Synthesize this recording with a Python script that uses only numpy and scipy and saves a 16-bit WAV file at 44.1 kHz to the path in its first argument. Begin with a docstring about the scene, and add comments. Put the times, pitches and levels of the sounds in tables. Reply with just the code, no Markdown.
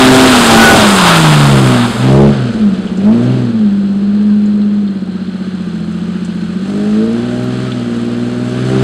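"""Off-road truck in the mud

A six-cylinder truck ploughs through a muddy pool right beside the microphone, overloading it.
It revs twice to climb the bank, then burbles away over grass and pulls again. The exhaust booms
whenever one of the engine's tones meets a pitch at which the pipe rings, and throbs once per shaft turn."""
import sys
import numpy as np
from scipy import signal
from scipy.fft import rfft, irfft, next_fast_len
from scipy.io import wavfile
from scipy.ndimage import map_coordinates

SR = 44100
rng = np.random.default_rng(int(sys.argv[2]) if len(sys.argv) > 2 else 0)


def persist_wave(psi):
    """Save psi, clipped to +-1, as 16-bit WAV."""
    counts = np.round(np.clip(psi, -1, 1) * 32767).astype(np.int16)
    wavfile.write(sys.argv[1], SR, np.atleast_2d(counts).T)


N = 389403
TIME_S = np.arange(N) / SR


def amp(db):
    """Turn decibels into a gain."""
    return 10 ** (np.asarray(db) / 20)


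def unit(x):
    """Scale a sound to an average power of 1."""
    return x / np.sqrt(np.mean(x ** 2) + 1e-20)


def curve(rows):
    """Join (time, value) points with straight lines, one value per sample."""
    return np.interp(TIME_S, *np.transpose(rows))


def wobble(rate):
    """A smooth random curve through `rate` points a second."""
    return map_coordinates(rng.standard_normal(int(N * rate / SR) + 4), [np.arange(N) * rate / SR])


def filtered(x, response):
    """Change each frequency in x by the gain and phase that response(hz) gives."""
    size = next_fast_len(N + SR // 2)
    return irfft(rfft(x, size) * response(np.fft.rfftfreq(size, 1 / SR)), size)[:N]


def coloured(x, spectrum):
    """Shape x with a tone colour table, cut everything outside it, and scale to power 1."""
    pitch_hz, level_db = np.transpose(spectrum)
    gain = lambda hz: amp(np.interp(np.log(hz + 1), np.log(pitch_hz), level_db, left=-120, right=-120))
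    return unit(filtered(x, gain))


def resonance(hz, centre, width):
    """How something that rings at one pitch responds to each frequency."""
    return 1j * hz * width / (centre ** 2 - hz ** 2 + 1j * hz * width)


def ringing(x, modes):
    """Pass x twice through each resonance, add them up, and scale to power 1."""
    response = lambda hz: sum(amp(db) * resonance(hz, centre, width) ** 2 for centre, width, db in modes)
    return unit(filtered(x, response))


def pulses(firings, pattern, scatter):
    """One pulse per firing, sized by cylinder and by chance, at steady power."""
    at = np.flatnonzero(np.diff(np.floor(firings)) > 0)
    sizes = np.resize(pattern, len(at)) + scatter * rng.standard_normal(len(at))
    train = np.zeros(N)
    train[at] = sizes * np.sqrt(np.gradient(at))
    return train


def puffs(firings, depth_db):
    """Noise that swells at every firing."""
    return rng.standard_normal(N) * amp(depth_db * np.cos(2 * np.pi * firings))


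def drops(per_s, spread_db, share):
    """Noise mixed with a share of single hits of very unequal size."""
    hits = (rng.random(N) < per_s / SR) * rng.choice([-1, 1], N)
    sizes = amp(spread_db * np.minimum(rng.exponential(size=N), 4))
    return rng.standard_normal(N) + share * unit(hits * sizes)


def effort(drive, cruise_db, throttle_db, octave_db, cruise_hz=50):
    """Gain of an engine sound: its cruising level, changed by the pedal and by each doubling of speed."""
    firing_hz, pedal = drive
    return amp(cruise_db + throttle_db * pedal + octave_db * np.log2(firing_hz / cruise_hz))


# How loud the rumble is: time_s, level_db
RUMBLE_LEVELS = [(0, -37), (1.3, -36), (2.2, -41), (2.6, -41.5), (4.6, -48), (5.2, -57), (6.4, -60),
                 (6.9, -48), (8.2, -62), (8.83, -69)]
# Tone colour of the rumble: pitch_hz, level_db
RUMBLE_COLOUR = [(10, -1.5), (25, -6), (45, 4), (70, -10), (110, -12), (250, -26.5)]

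def rumble():
    """A restless low rumble beneath the engine."""
    return amp(curve(RUMBLE_LEVELS) + 2.5 * wobble(44)) * coloured(rng.standard_normal(N), RUMBLE_COLOUR)


# Pitches at which the engine bay rings around the fan: pitch_hz, width_hz, level_db
FAN_RESONANCES = [(1240, 78, -8), (1548, 220, -5.5), (3310, 150, -11), (4154, 290, -7.5)]

def fan(level_db=-45):
    """Air from the cooling fan whirrs in the engine bay, flickering a little."""
    gain = amp(level_db + 1.2 * wobble(3) + 0.92 * wobble(37))
    return gain * ringing(rng.standard_normal(N), FAN_RESONANCES)


# Dry ticks and knocks, and one lower crack as the engine revs: start_s, level_db, pitch_hz, width_octaves
KNOCKS = [(2.538, -36, 4560, 1.6), (2.744, -30, 3203, 0.66), (2.87, -29, 3050, .27),
          (2.973, -35, 6180, 0.68), (3.064, -26, 1300, 1.3), (4.456, -41, 7100, 0.24),
          (4.615, -37, 3990, 0.34), (4.875, -33, 3653, 0.59), (5.27, -37, 3285, .8),
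          (6.248, -33.5, 6550, 0.89), (6.346, -55, 10000, .3), (7.44, -48, 12410, .2),
          (7.718, -25, 3070, 0.87)]

def knocks(fade_s=0.064):
    """Short, dry bursts of noise, each ringing around its own pitch and dying away fast."""
    out, t = np.zeros(N + SR), np.arange(SR // 8) / SR
    for start_s, level_db, pitch_hz, width_octaves in KNOCKS:
        edges_hz = np.minimum(pitch_hz * 2 ** (np.array([-.5, .5]) * width_octaves), SR / 2 - 1)
        band = signal.butter(4, edges_hz, "band", fs=SR, output="sos")
        ring = unit(signal.sosfilt(band, rng.standard_normal(len(t))))
        out[round(start_s * SR):][:len(t)] += amp(level_db - 60 * t / fade_s) * ring
    return out[:N]


# Short squeals: middle_s, length_s, pitch_hz, level_db
SQUEAL_NOTES = [(0.659, 0.22, 1474, -1.5), (7.445, 0.14, 1364, -38), (7.691, 0.067, 1295, -31),
                (7.928, 0.33, 3260, -54)]

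def squeals():
    """Squeals, perhaps of a wet belt and of springs, swell and fade on a wavering pitch."""
    wavering_s = np.cumsum(1 + 0.0097 * wobble(120)) / SR
    out = np.zeros(N)
    for middle_s, length_s, pitch_hz, level_db in SQUEAL_NOTES:
        swell = np.cos(np.pi * np.clip((TIME_S - middle_s) / length_s, -.5, .5))
        out += amp(level_db) * swell * np.sin(2 * np.pi * pitch_hz * wavering_s)
    return np.sqrt(2) * out


# Tone colours of sloshing mud and of fine spray, for tyres and splash: pitch_hz, level_db
SLOSH_COLOUR = [(260, -34.5), (450, -20), (586, -3), (708, -1.5), (771, -0.5), (1350, 0.5), (1970, -9.5),
                (3560, -7), (5260, -20.5), (5600, -30.5), (7280, -48), (12300, -120)]
SPRAY_COLOUR = [(2940, -16.5), (5000, -0.5), (5760, -7), (7400, -2), (8940, -3), (10300, -11), (14000, -21),
                (15500, -25.5)]

def tyres(mud_db=-45, grit_db=-62):
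    """Wet treads squelch over the grass and shed grit."""
    mud = amp(mud_db + 1.6 * wobble(12))
    mud *= coloured(drops(per_s=700, spread_db=4.5, share=0.97), SLOSH_COLOUR)
    grit = amp(grit_db + 1.2 * wobble(3.2))
    grit *= coloured(drops(per_s=300, spread_db=2, share=.7), SPRAY_COLOUR)
    return mud + grit


# How hard the wheels churn the pool: time_s, level_db
CHURN_LEVELS = [(0, -6), (.5, -5.5), (.64, -2.5), (.82, -6.8), (1.1, -7.5), (1.7, -15.5), (2.15, -26.5),
                (2.5, -61.5)]

def splash(spray_db=-11):
    """Tyres churn the muddy water and spray patters down until the truck is on the bank."""
    slosh = amp(0.9 * wobble(29.6) + 1.3 * wobble(8.38))
    slosh *= coloured(drops(per_s=900, spread_db=4, share=0.57), SLOSH_COLOUR)
    spray = amp(spray_db + 0.56 * wobble(40.6))
    spray *= coloured(drops(per_s=1000, spread_db=3, share=0.49), SPRAY_COLOUR)
    return amp(curve(CHURN_LEVELS)) * (slosh + spray)


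# The engine bay is quieter while the truck faces away and its body is in between: time_s, gain_db
BAY_GAINS = [(0, -27), (2, -31.5), (3.4, -37.5), (3.8, -40.5), (4.9, -42.5), (5.5, -39), (6.3, -36.5),
             (8.4, -38), (8.83, -32)]
# Tone colours of the clatter and the hiss: pitch_hz, level_db
CLATTER_COLOUR = [(600, -24), (900, -19), (1180, 4), (1500, 4.5), (1750, 0), (2150, -4.5), (2550, -2.5),
                  (3150, -1.5), (3750, -5), (4400, -5.5), (5300, -14), (7000, -39.5)]
HISS_COLOUR = [(2940, -35.5), (5000, -2.5), (5630, 3.5), (6070, 1.5), (6800, -1.5), (7870, 1), (8690, -5),
               (9600, -5.5), (10400, -16), (11500, -18), (15500, -41)]

def engine_bay(firings, drive):
    """Burning fuel clatters and incoming air hisses, beating with the firings and growing with effort."""
    clatter = amp(0.65 * wobble(22))
    clatter *= coloured(puffs(firings, depth_db=0.3) * amp(0.67 * wobble(300)), CLATTER_COLOUR)
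    clatter *= effort(drive, cruise_db=1.35, throttle_db=3, octave_db=8.5)
    hiss = amp(.6 * wobble(12))
    hiss *= coloured(puffs(firings, depth_db=1) * amp(1.6 * wobble(400)), HISS_COLOUR)
    hiss *= effort(drive, cruise_db=-11.5, throttle_db=11, octave_db=3.5)
    return amp(curve(BAY_GAINS)) * (clatter + hiss)


# Tone colours of the exhaust's bark and rasp: pitch_hz, level_db
BARK_COLOUR = [(430, -53), (545, -18), (615, 16.5), (700, -4), (795, 7), (880, -25.5), (1020, -4),
               (1400, -10.5), (3000, -36.5)]
RASP_COLOUR = [(40, -16), (100, 3), (200, 5), (330, 7), (450, 5), (620, -1), (900, -7.5), (1300, -16.5),
               (3000, -38)]

def exhaust_gas(firings, drive):
    """The gas pulses bark when the pedal is down, and the flow rasps as the engine works harder."""
    _, pedal = drive
    bark = pedal ** 1.29 * coloured(pulses(firings, [1], scatter=.1), BARK_COLOUR)
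    bark *= effort(drive, cruise_db=-20, throttle_db=0, octave_db=8)
    rasp = coloured(puffs(firings, depth_db=1), RASP_COLOUR)
    rasp *= effort(drive, cruise_db=-28.5, throttle_db=8, octave_db=7.5)
    return bark + rasp


# How much stronger or weaker each of the six cylinders fires, in turn: strength_offset
CYLINDER_OFFSETS = [1, 0, -.25, .97, -.05, -.28]
# Pitches at which the exhaust pipe rings: pitch_hz, width_hz, level_db
PIPE_RESONANCES = [(208.6, 24.1, 10.5), (319, 54, -2), (409.5, 61, -17.5), (580, 37, -31)]

def exhaust_throb(firings, drive):
    """Unequal cylinders ring the pipe once per shaft turn; two silencer chambers round each pulse."""
    uneven = pulses(firings, CYLINDER_OFFSETS, scatter=.07)
    return effort(drive, cruise_db=-22, throttle_db=-4, octave_db=-1) * ringing(uneven, PIPE_RESONANCES)


# Tones at 1 to 8 times the firing rate, before the pipe shapes them: cruise_db, throttle_db, octave_db
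ENGINE_TONES = [(-27.5, 25, 5), (-1, 1, 5), (-23, 19.5, 11.5), (-6, 0, -2), (-20.5, 25, -2.5),
                (-21, 32, 5.5), (-31, 25, -5), (-20, 38, -2)]
# How much of each pitch the exhaust lets through: pitch_hz, gain_db
PIPE_GAINS = [(45, -25.5), (70, -18.5), (98, -36.5), (125, -13.5), (145, -11.5), (172, -12), (190, -9.5),
              (208, 0), (238, -7), (258, -18.5), (325, -10.5), (390, -18.5), (428, -11.5), (520, -47),
              (1000, -52.5)]
# The exhaust's low note sinks under the loud opening roar, then drops briefly between revs:
# middle_s, length_s, depth (0 to 1)
NOTE_DIPS = [(0.468, 0.16, 0.8), (0.765, 1, 0.92), (1.936, 0.19, .82), (2.36, 0.13, 0.7),
             (2.554, 0.19, 0.77), (2.784, 0.058, 0.42), (2.877, 0.21, 0.72), (3.526, 0.022, 0.31)]

def exhaust_note(firings, drive, hot_shift=0.081):
    """Engine tones boom as they cross the pipe's resonances; the pedal fills in the odd and high ones."""
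    firing_hz, pedal = drive
    phase = 2 * np.pi * (firings + .005 * wobble(25))
    pipe_hz, pipe_db = np.transpose(PIPE_GAINS)
    log_rate = np.log(firing_hz / (1 + hot_shift * pedal))  # hot gas moves the booms up in pitch
    note = np.zeros(N)
    for multiple, levels in enumerate(ENGINE_TONES, 1):
        passed_db = np.interp(log_rate + np.log(multiple), np.log(pipe_hz), pipe_db)
        flutter_db = (.7 if multiple <= 4 else 1.8) * wobble(16)
        note += effort(drive, *levels) * amp(passed_db + flutter_db) * np.cos(multiple * phase)
    # The pipe's lowest resonance delays the tones near it.
    centre, width, _ = PIPE_RESONANCES[0]
    note = np.sqrt(2) * filtered(note, lambda hz: np.exp(2j * np.angle(resonance(hz, centre, width))))
    for middle_s, length_s, depth in NOTE_DIPS:
        note *= 1 - depth * np.exp(-(2 * (TIME_S - middle_s) / length_s) ** 2)
    return note


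# How well the tailpipe is heard as the truck passes, turns and draws away: time_s, gain_db
TAILPIPE_GAINS = [(0, 4.5), (.7, 8.5), (1.25, 7.5), (1.8, 4.5), (2.2, 7), (2.45, 3.5), (3, 4), (3.6, -1),
                  (4.7, -3.5), (5.15, -4.5), (6.4, -3), (7, -4), (7.6, -5), (8, -5), (8.5, -5), (8.83, 0.5)]

def exhaust(firings, drive, throb_share=0.35):
    """Note, gas and throb leave the tailpipe; the throb follows only a share of its swings in level."""
    gain_db = curve(TAILPIPE_GAINS)
    note_and_gas = exhaust_note(firings, drive) + exhaust_gas(firings, drive)
    return amp(gain_db) * note_and_gas + amp(throb_share * gain_db) * exhaust_throb(firings, drive)


# Presses of the accelerator pedal: down_s, up_s, depth (0 to 1)
PEDAL_PRESSES = [(-.06, 0.236, 0.63), (0.442, 0.747, 1), (1.458, 1.714, 0.39), (2.003, 2.25, 0.57),
                 (2.993, 3.412, 0.25), (6.609, 7.651, 0.41), (7.693, 8.59, 0.37), (8.626, 8.9, 0.54)]

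def throttle(press_s=0.098, release_s=0.13):
    """How far down the pedal is: every press rises, holds and is let go."""
    pedal = np.zeros(N)
    for down_s, up_s, depth in PEDAL_PRESSES:
        travel = np.minimum((TIME_S - down_s) / press_s, 1 - (TIME_S - up_s) / release_s)
        pedal += depth * np.clip(travel, 0, 1)
    return pedal


# Engine speed, as cylinder firings a second: time_s, firing_hz
ENGINE_SPEED = [(0.0, 129), (0.27, 130.3), (0.49, 113.4), (0.72, 112.5), (1.09, 85.34), (1.4, 72.35),
                (1.81, 59.74), (1.94, 59.67), (2.21, 70.4), (2.3, 70.6), (2.71, 47.13), (2.95, 45.35),
                (3.13, 57.5), (3.32, 63.96), (3.45, 61), (3.67, 50), (3.96, 49.4), (4.2, 52.1), (4.8, 51.2),
                (5.03, 46.13), (5.51, 46.43), (5.81, 42.34), (6.15, 45.18), (6.47, 43.36), (6.76, 51.1),
                (6.94, 53.37), (7.26, 60.66), (7.64, 63.48), (7.93, 58.6), (8.5, 61.65), (8.83, 65.75)]

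def scene():
    """Engine speed and pedal drive the exhaust and engine bay; the other sounds are added on top."""
    firing_hz = curve(ENGINE_SPEED)
    drive = firing_hz, throttle()
    firings = np.cumsum(firing_hz) / SR  # running count of firings
    engine = exhaust(firings, drive) + engine_bay(firings, drive)
    return (engine + fan() + rumble() + squeals() + splash() + tyres() + knocks())[None]


# Pitches weakened by the microphone's small opening: pitch_hz, width_hz, depth (0 to 1)
MICROPHONE_DIPS = [(5670, 480, 1), (6870, 130, 0.78)]

def record(dry):
    """The microphone notches the treble, flattens loud peaks and cuts off the very highest pitches."""
    ceiling, hardness, top_hz = .78, 12, 15700
    dips = lambda hz: [1 - depth * resonance(hz, pitch, width) for pitch, width, depth in MICROPHONE_DIPS]
    notched = filtered(dry[0], lambda hz: np.prod(dips(hz), axis=0))
    clipped = notched / (1 + np.abs(notched / ceiling) ** hardness) ** (1 / hardness)
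    return filtered(clipped, lambda hz: hz < top_hz)[None]


dry = scene()
out = record(dry)
persist_wave(out)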